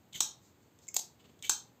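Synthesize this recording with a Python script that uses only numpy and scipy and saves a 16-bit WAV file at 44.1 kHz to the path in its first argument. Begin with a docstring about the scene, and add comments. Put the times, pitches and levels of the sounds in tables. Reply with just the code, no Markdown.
"""In a small room, close above a workbench, a folding knife is flicked open, snapped shut and flicked open again.
Each flick is a detent tick, a short whirr of the pivot and the clack of the blade on its stop and lock.
To close, the lock slips off the blade and the blade drops into the handle.
Blows are short noisy clicks, filtered and joined by ringing steel; swings and finger rubs are grainy noise.
The bench sends back one reflection, the room adds dying echoes, and a faint rumble and hiss lie underneath."""
import sys
import numpy as np
from scipy import signal
from scipy.fft import rfft, irfft
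from scipy.io import wavfile
from scipy.ndimage import uniform_filter1d

SR = 44100
rng = np.random.default_rng(int(sys.argv[2]) if len(sys.argv) > 2 else 0)


def int16_out(signal):
    """Quantize to a 16-bit WAV file."""
    q = np.round(np.clip(np.atleast_2d(signal).T, -1, 1) * 32767)
    wavfile.write(sys.argv[1], SR, q.astype(np.int16))


N = 79380  # samples, 1.8 s

# All levels are relative. Every colour table lists: pitch_hz, level_db
# Faint steady background of the room: pitch_hz, level_db
AIR_COLOUR = [(20, -72.5), (45, -68.5), (75, -48.5), (130, -46), (330, -51.5), (700, -58.5), (1500, -65.5),
              (4000, -70.5), (7000, -73.5), (10000, -76), (15000, -71.5)]
# How long the echoes take to fall by 60 dB: pitch_hz, fall_time_s
ROOM_FALL_TIMES = [(300, 0.45), (800, 0.4543), (2000, 0.24), (4000, 0.294), (6000, 0.235), (8000, 0.23),
                   (13000, 0.21)]
# Colour of the echoes: pitch_hz, level_db
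ROOM_COLOUR = [(200, -7.5), (700, -8), (1200, -10.5), (3500, -6), (5500, -1), (6400, -2), (7400, -9),
               (8300, -5.5), (14000, -7.5)]
# Colour added by the microphone: pitch_hz, level_db
MIC_COLOUR = [(25, -9), (80, 1), (4500, 0), (5000, -2.5), (5950, -5.5), (6150, 3), (7600, 4.5), (7900, 0.5),
              (8450, 2), (8650, -12), (10200, -15), (10700, -15.5), (11400, -23), (11700, -1), (15350, -2),
              (15900, -30)]

# The hand bumps the handle softly: start_s, level_db
BUMPS = [(.148, 1.5), (1.243, -7)]
# Fingers rub the grip: start_s, length_s, level_db, dull_part_db
RUBS = [(0.393, .14, -66.5, -18), (0.606, 0.057, -72.5, -17), (0.807, .06, -61.5, -17),
        (1.188, 0.036, -67, 6.5), (1.233, .045, -66.5, 7.5), (1.28, 0.042, -69, 6.5)]
# Colour of the bright part of a rub: pitch_hz, level_db
RUB_COLOUR = [(100, -19), (2000, -21.5), (4000, 1.5), (7300, 3.5), (10000, -10.5), (15000, -6)]
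# Colour of the dull part of a rub: pitch_hz, level_db
DULL_RUB_COLOUR = [(50, -11.5), (250, 17.5), (600, 3.5), (1800, -3), (3000, 6), (5500, -1), (15000, -31)]
# Pivot whirrs as the blade swings: start_s, length_s, level_db, low_whirr_hz (before the glide), low_whirr_db
SWINGS = [(0.135, .062, -41, 2194, -8.5), (1.428, 0.061, -41.5, 2373, -2.5)]
# Colour of the pivot's scrape: pitch_hz, level_db
SWING_COLOUR = [(100, -4), (1200, -13), (2500, -4), (3400, 6.5), (5000, -7), (6500, 3), (8300, -4),
                (10000, -7), (15000, -6)]
# Small ticks of detent and lock bar: start_s, level_db, low_ring_db (before a shared trim), top_ring_db
TICKS = [(0.1266, -34.5, 20.5, -16), (0.1314, -20.5, 12, -20.5), (0.7891, -32, 5, -15),
         (.869, -31.5, 3, -14), (0.9423, -8.5, -16, -2), (0.9446, -10, -12.5, 13), (1.197, -43, 8.5, -15),
         (1.242, -43.5, 12, -27.5), (1.391, -35.5, 11, -8), (1.425, -13.5, 9, -20)]
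# Colour of a tick: pitch_hz, level_db
TICK_COLOUR = [(100, -15.5), (700, -20), (1500, -23.5), (2300, -14), (4200, -16.5), (5100, -1.5),
               (5700, -2.5), (7000, -1), (8500, -4.5), (12000, -16), (16000, -12.5)]
# Low resonance of the lock bar: pitch_hz, width_hz (of one pass; it is used twice)
LOCK_BAR_LOW = (3500, 900)
# Top resonance of the lock bar: pitch_hz, width_hz
LOCK_BAR_TOP = (13850, 200)

# Lock bar slips off the blade: start_s, level_db
RELEASES = [(.881, -23), (.8855, -13), (.8865, -18.5)]
# Colour of the lock bar slipping: pitch_hz, level_db
RELEASE_COLOUR = [(100, -41.5), (1850, -26), (2150, 2), (2500, -5), (3100, -29), (4500, -16.5), (5200, -8),
                  (6000, -4.5), (7000, 6.5), (7600, 4.5), (8200, -15), (13500, -15), (16000, -13)]
# Blade lands in the handle, with a graze before and a rebound after: start_s, level_db
SHUTS = [(0.959, -13), (0.9649, 2), (0.9664, 7.5), (.992, -6), (.995, -6.5)]
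# Colour of the landing: pitch_hz, level_db
SHUT_COLOUR = [(60, -34), (250, -18), (400, -16), (680, -14.5), (900, -4.5), (1250, -26), (1550, -25),
               (2150, -19), (4200, -6.5), (5500, -4.5), (6300, -3), (7450, 2.5), (8300, -5.5), (9800, -3),
               (12500, -10), (16000, -15)]
# Blade locks open: start_s, level_db, handle_knock_db
OPENS = [(0.2053, 9, 0.5), (1.4948, 9.5, 3)]
# Two contacts in each opening clack, stop pin then lock: delay_s, level_db
OPEN_CONTACTS = [(0, -6.5), (.0009, -2)]
# Colour of the opening clack: pitch_hz, level_db
OPEN_COLOUR = [(100, -22.5), (700, -32.5), (1950, -16.5), (2400, -13), (3000, -8.5), (3900, -1), (4600, -9),
               (5500, 1.5), (6400, 2.5), (7000, -2), (7550, 2.5), (8300, -2.5), (9500, -7.5), (12200, -14),
               (13500, -10.5), (15200, -12.5)]
# Colour of the handle's knock: pitch_hz, level_db
KNOCK_COLOUR = [(40, -17.5), (130, -11), (400, -11), (660, -19.5), (850, 3), (1100, -2), (1650, -0.5),
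                (1950, -25.5), (4000, -39)]
# Ringing tones of the steel: pitch_hz, level_db, fall_time_s (to fall by 60 dB)
STEEL_TONES = [(870, -59, .2), (1617, -55, .2), (3149, -56, .2), (3902, -49, .2), (5040, -50, .18),
               (5470, -48, .16), (5750, -49.5, .19), (6280, -51, .17), (6536, -53, .17), (6710, -52, .16),
               (7520, -39, .05)]


def amp(db):
    """Turns decibels into a plain multiplier."""
    return 10 ** (np.asarray(db) / 20)


def read(points, hz):
    """Reads a table of values between its pitches, on a log-frequency axis."""
    f, value = np.transpose(points)
    return np.interp(np.log(hz + 1), np.log(f + 1), value)


def add(mix, start_s, sound):
    """Mixes a sound in at a time, cutting off what runs past the end."""
    part = mix[max(round(start_s * SR), 0):][:len(sound)]
    part += sound[:len(part)]


def colour(x, points, size=4096):
    """Filters a sound to the given spectrum, with no response before the sound arrives."""
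    hz = abs(np.fft.fftfreq(size, 1 / SR))
    log_gain = np.log(amp(read(points, hz)))
    # minimum phase: the filter's energy comes as early as it can
    response = np.exp(np.conj(signal.hilbert(log_gain)))
    taps = np.fft.ifft(response).real[:size // 2]
    return signal.fftconvolve(x, taps)[:len(x)]


def resonate(x, hz, width_hz):
    """One resonance with a gain of about 1 at its pitch; a narrower one rings longer."""
    turn = np.exp(2j * np.pi * np.cumsum(hz * np.ones(len(x))) / SR)
    keep = np.exp(-np.pi * width_hz / SR)
    # shift the pitch down to zero, smooth, then shift back up
    smooth = signal.lfilter([1 - keep], [1, -keep], x / turn + 1e-18)
    return 2 * (turn * smooth).real


def contact(size=1024, chatter_s=0.0027, chatter_db=3):
    """Hard parts touch: an impulse, then a few milliseconds of chatter, with an even spectrum."""
    t = np.arange(size) / SR
    x = rng.standard_normal(size) * np.exp(-t / chatter_s)
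    x *= amp(chatter_db) / np.linalg.norm(x)
    x[0] += 1
    spectrum = rfft(x)
    nearby_power = uniform_filter1d(abs(spectrum) ** 2, size=9)
    even = irfft(spectrum / np.sqrt(nearby_power))
    return np.pad(even[:size // 2], (0, SR // 4))  # silence leaves time to ring


def friction(length_s, grain_db, peak):
    """Tiny slips of uneven size under a stroke that peaks at a share of its length."""
    u = np.linspace(0, 1, round(length_s * SR))
    grain_size = amp(grain_db * np.minimum(rng.exponential(1, N), 5))
    slips = (rng.standard_normal(N) * grain_size)[:len(u)]
    stroke = np.interp(u, [0, np.clip(peak, .05, .95), 1], [0, 1, 0])
    return slips / slips.std() * stroke


def whirr(hz, jitter):
    """A rough stick-slip tone whose pitch jitters from moment to moment."""
    wobble = uniform_filter1d(rng.standard_normal(len(hz)), size=40)
    jittered_hz = hz * (1 + jitter * wobble / wobble.std())
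    return np.sin(2 * np.pi * np.cumsum(jittered_hz) / SR)


def steel(size=16384):
    """Blade and liners ring on after a blow as a sum of fading tones."""
    t = np.arange(size) / SR
    return sum(amp(db - 60 * t / fall_s) * np.sin(2 * np.pi * hz * t) for hz, db, fall_s in STEEL_TONES)


def air():
    """A faint steady rumble and hiss, made of filtered noise."""
    return colour(rng.standard_normal(N + 2048), AIR_COLOUR)[-N:]  # drop the filter's start-up


def room(x, wet_db, size=22050, hold_s=0.015, echo_start_s=.004, bench_s=.0027, bench_db=-13):
    """A reflection from the bench, then dense echoes that hold briefly and die away."""
    hz, t, echoes = signal.stft(rng.standard_normal(size), SR, nperseg=256)
    fall_s = read(ROOM_FALL_TIMES, hz)[:, None]
    echoes = echoes * amp(-60 * np.maximum(t - hold_s, 0) / fall_s)
    tail = signal.istft(echoes, SR, nperseg=256)[1]
    tail = colour(tail / np.linalg.norm(tail), ROOM_COLOUR)
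    out = x.copy()
    add(out, bench_s, amp(bench_db) * x)
    add(out, echo_start_s, amp(wet_db) * signal.fftconvolve(x, tail))
    return out


def bumps(thud_hz=135, width_hz=50):
    """Dull thuds of the hand on the handle: contacts passed twice through a low resonance."""
    out = np.zeros(N)
    for start_s, db in BUMPS:
        thud = resonate(contact(), thud_hz, width_hz)
        add(out, start_s, amp(db) * resonate(thud, thud_hz, width_hz))
    return out


def fingers():
    """Skin slides over the textured grip in many tiny slips, part bright and part dull."""
    out = np.zeros(N)
    for start_s, length_s, db, dull_db in RUBS:
        rub = friction(length_s, grain_db=2.5, peak=.45)
        dull = amp(dull_db) * colour(rub, DULL_RUB_COLOUR)
        add(out, start_s, amp(db) * (colour(rub, RUB_COLOUR) + dull))
    return out


def pivot(high_whirr_hz=3130, high_whirr_db=-1, glide=.1, jitter=0.057):
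    """The pivot scrapes and sings two rough tones, which sag and sound most in the first half of the swing."""
    out = np.zeros(N)
    for start_s, length_s, db, low_hz, low_db in SWINGS:
        scrape = friction(length_s, grain_db=2.5, peak=.38)
        u = np.linspace(0, 1, len(scrape))
        swell = np.interp(u, [0, .3, .7, 1], [0, 1, 0, 0])
        bend = 1 + glide * (.3 - u)  # both pitches start high and sag
        high = amp(high_whirr_db) * whirr(high_whirr_hz * bend, jitter)
        low = amp(low_db) * whirr(low_hz * bend, jitter)
        add(out, start_s, amp(db) * (colour(scrape, SWING_COLOUR) + swell * (high + low)))
    return out


def ticks(low_trim_db=-5):
    """Light contacts of the detent ball ring the lock bar at a low and a top resonance."""
    out = np.zeros(N)
    for start_s, db, low_db, top_db in TICKS:
        hit = contact()
        low = resonate(resonate(hit, *LOCK_BAR_LOW), *LOCK_BAR_LOW)
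        top = resonate(hit, *LOCK_BAR_TOP)
        ring = amp(low_db + low_trim_db) * low + amp(top_db) * top
        add(out, start_s, amp(db) * (colour(hit, TICK_COLOUR) + ring))
    return out


def closing(ring_db=-16):
    """The lock bar slips aside; the blade lands in the handle, with a weaker ring than on opening."""
    out = np.zeros(N)
    for start_s, db in RELEASES:
        add(out, start_s, amp(db) * colour(contact(), RELEASE_COLOUR))
    for start_s, db in SHUTS:
        add(out, start_s, amp(db) * colour(contact(), SHUT_COLOUR))
        add(out, start_s, amp(db + ring_db) * steel())
    return out


def opening(ring_db=-6):
    """The blade hits its stop, the lock snaps in, the handle knocks and the steel rings."""
    out = np.zeros(N)
    for start_s, db, knock_db in OPENS:
        for delay_s, contact_db in OPEN_CONTACTS:
            add(out, start_s + delay_s, amp(db + contact_db) * colour(contact(), OPEN_COLOUR))
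        lock_s = start_s + OPEN_CONTACTS[-1][0]  # knock and ring start with the lock
        add(out, lock_s, amp(knock_db) * colour(contact(), KNOCK_COLOUR))
        add(out, lock_s, amp(db + ring_db) * steel())
    return out


def scene():
    """The knife in the room over steady air; the openings throw the most sound into the room."""
    handling = bumps() + fingers() + pivot() + ticks()
    mix = air() + room(handling, wet_db=1)
    mix += room(closing(), wet_db=-3.5)
    mix += room(opening(), wet_db=1.5)
    return mix[None]


def record(dry, edge_hz=16400):
    """A small microphone with a treble peak and a deep dip above it, then a cut of the highest treble."""
    heard = colour(dry[0], MIC_COLOUR)
    low_pass = signal.firwin(255, edge_hz, window=("kaiser", 9), fs=SR)
    return signal.oaconvolve(heard, low_pass, "same")[None]


dry = scene()
out = record(dry)
int16_out(out)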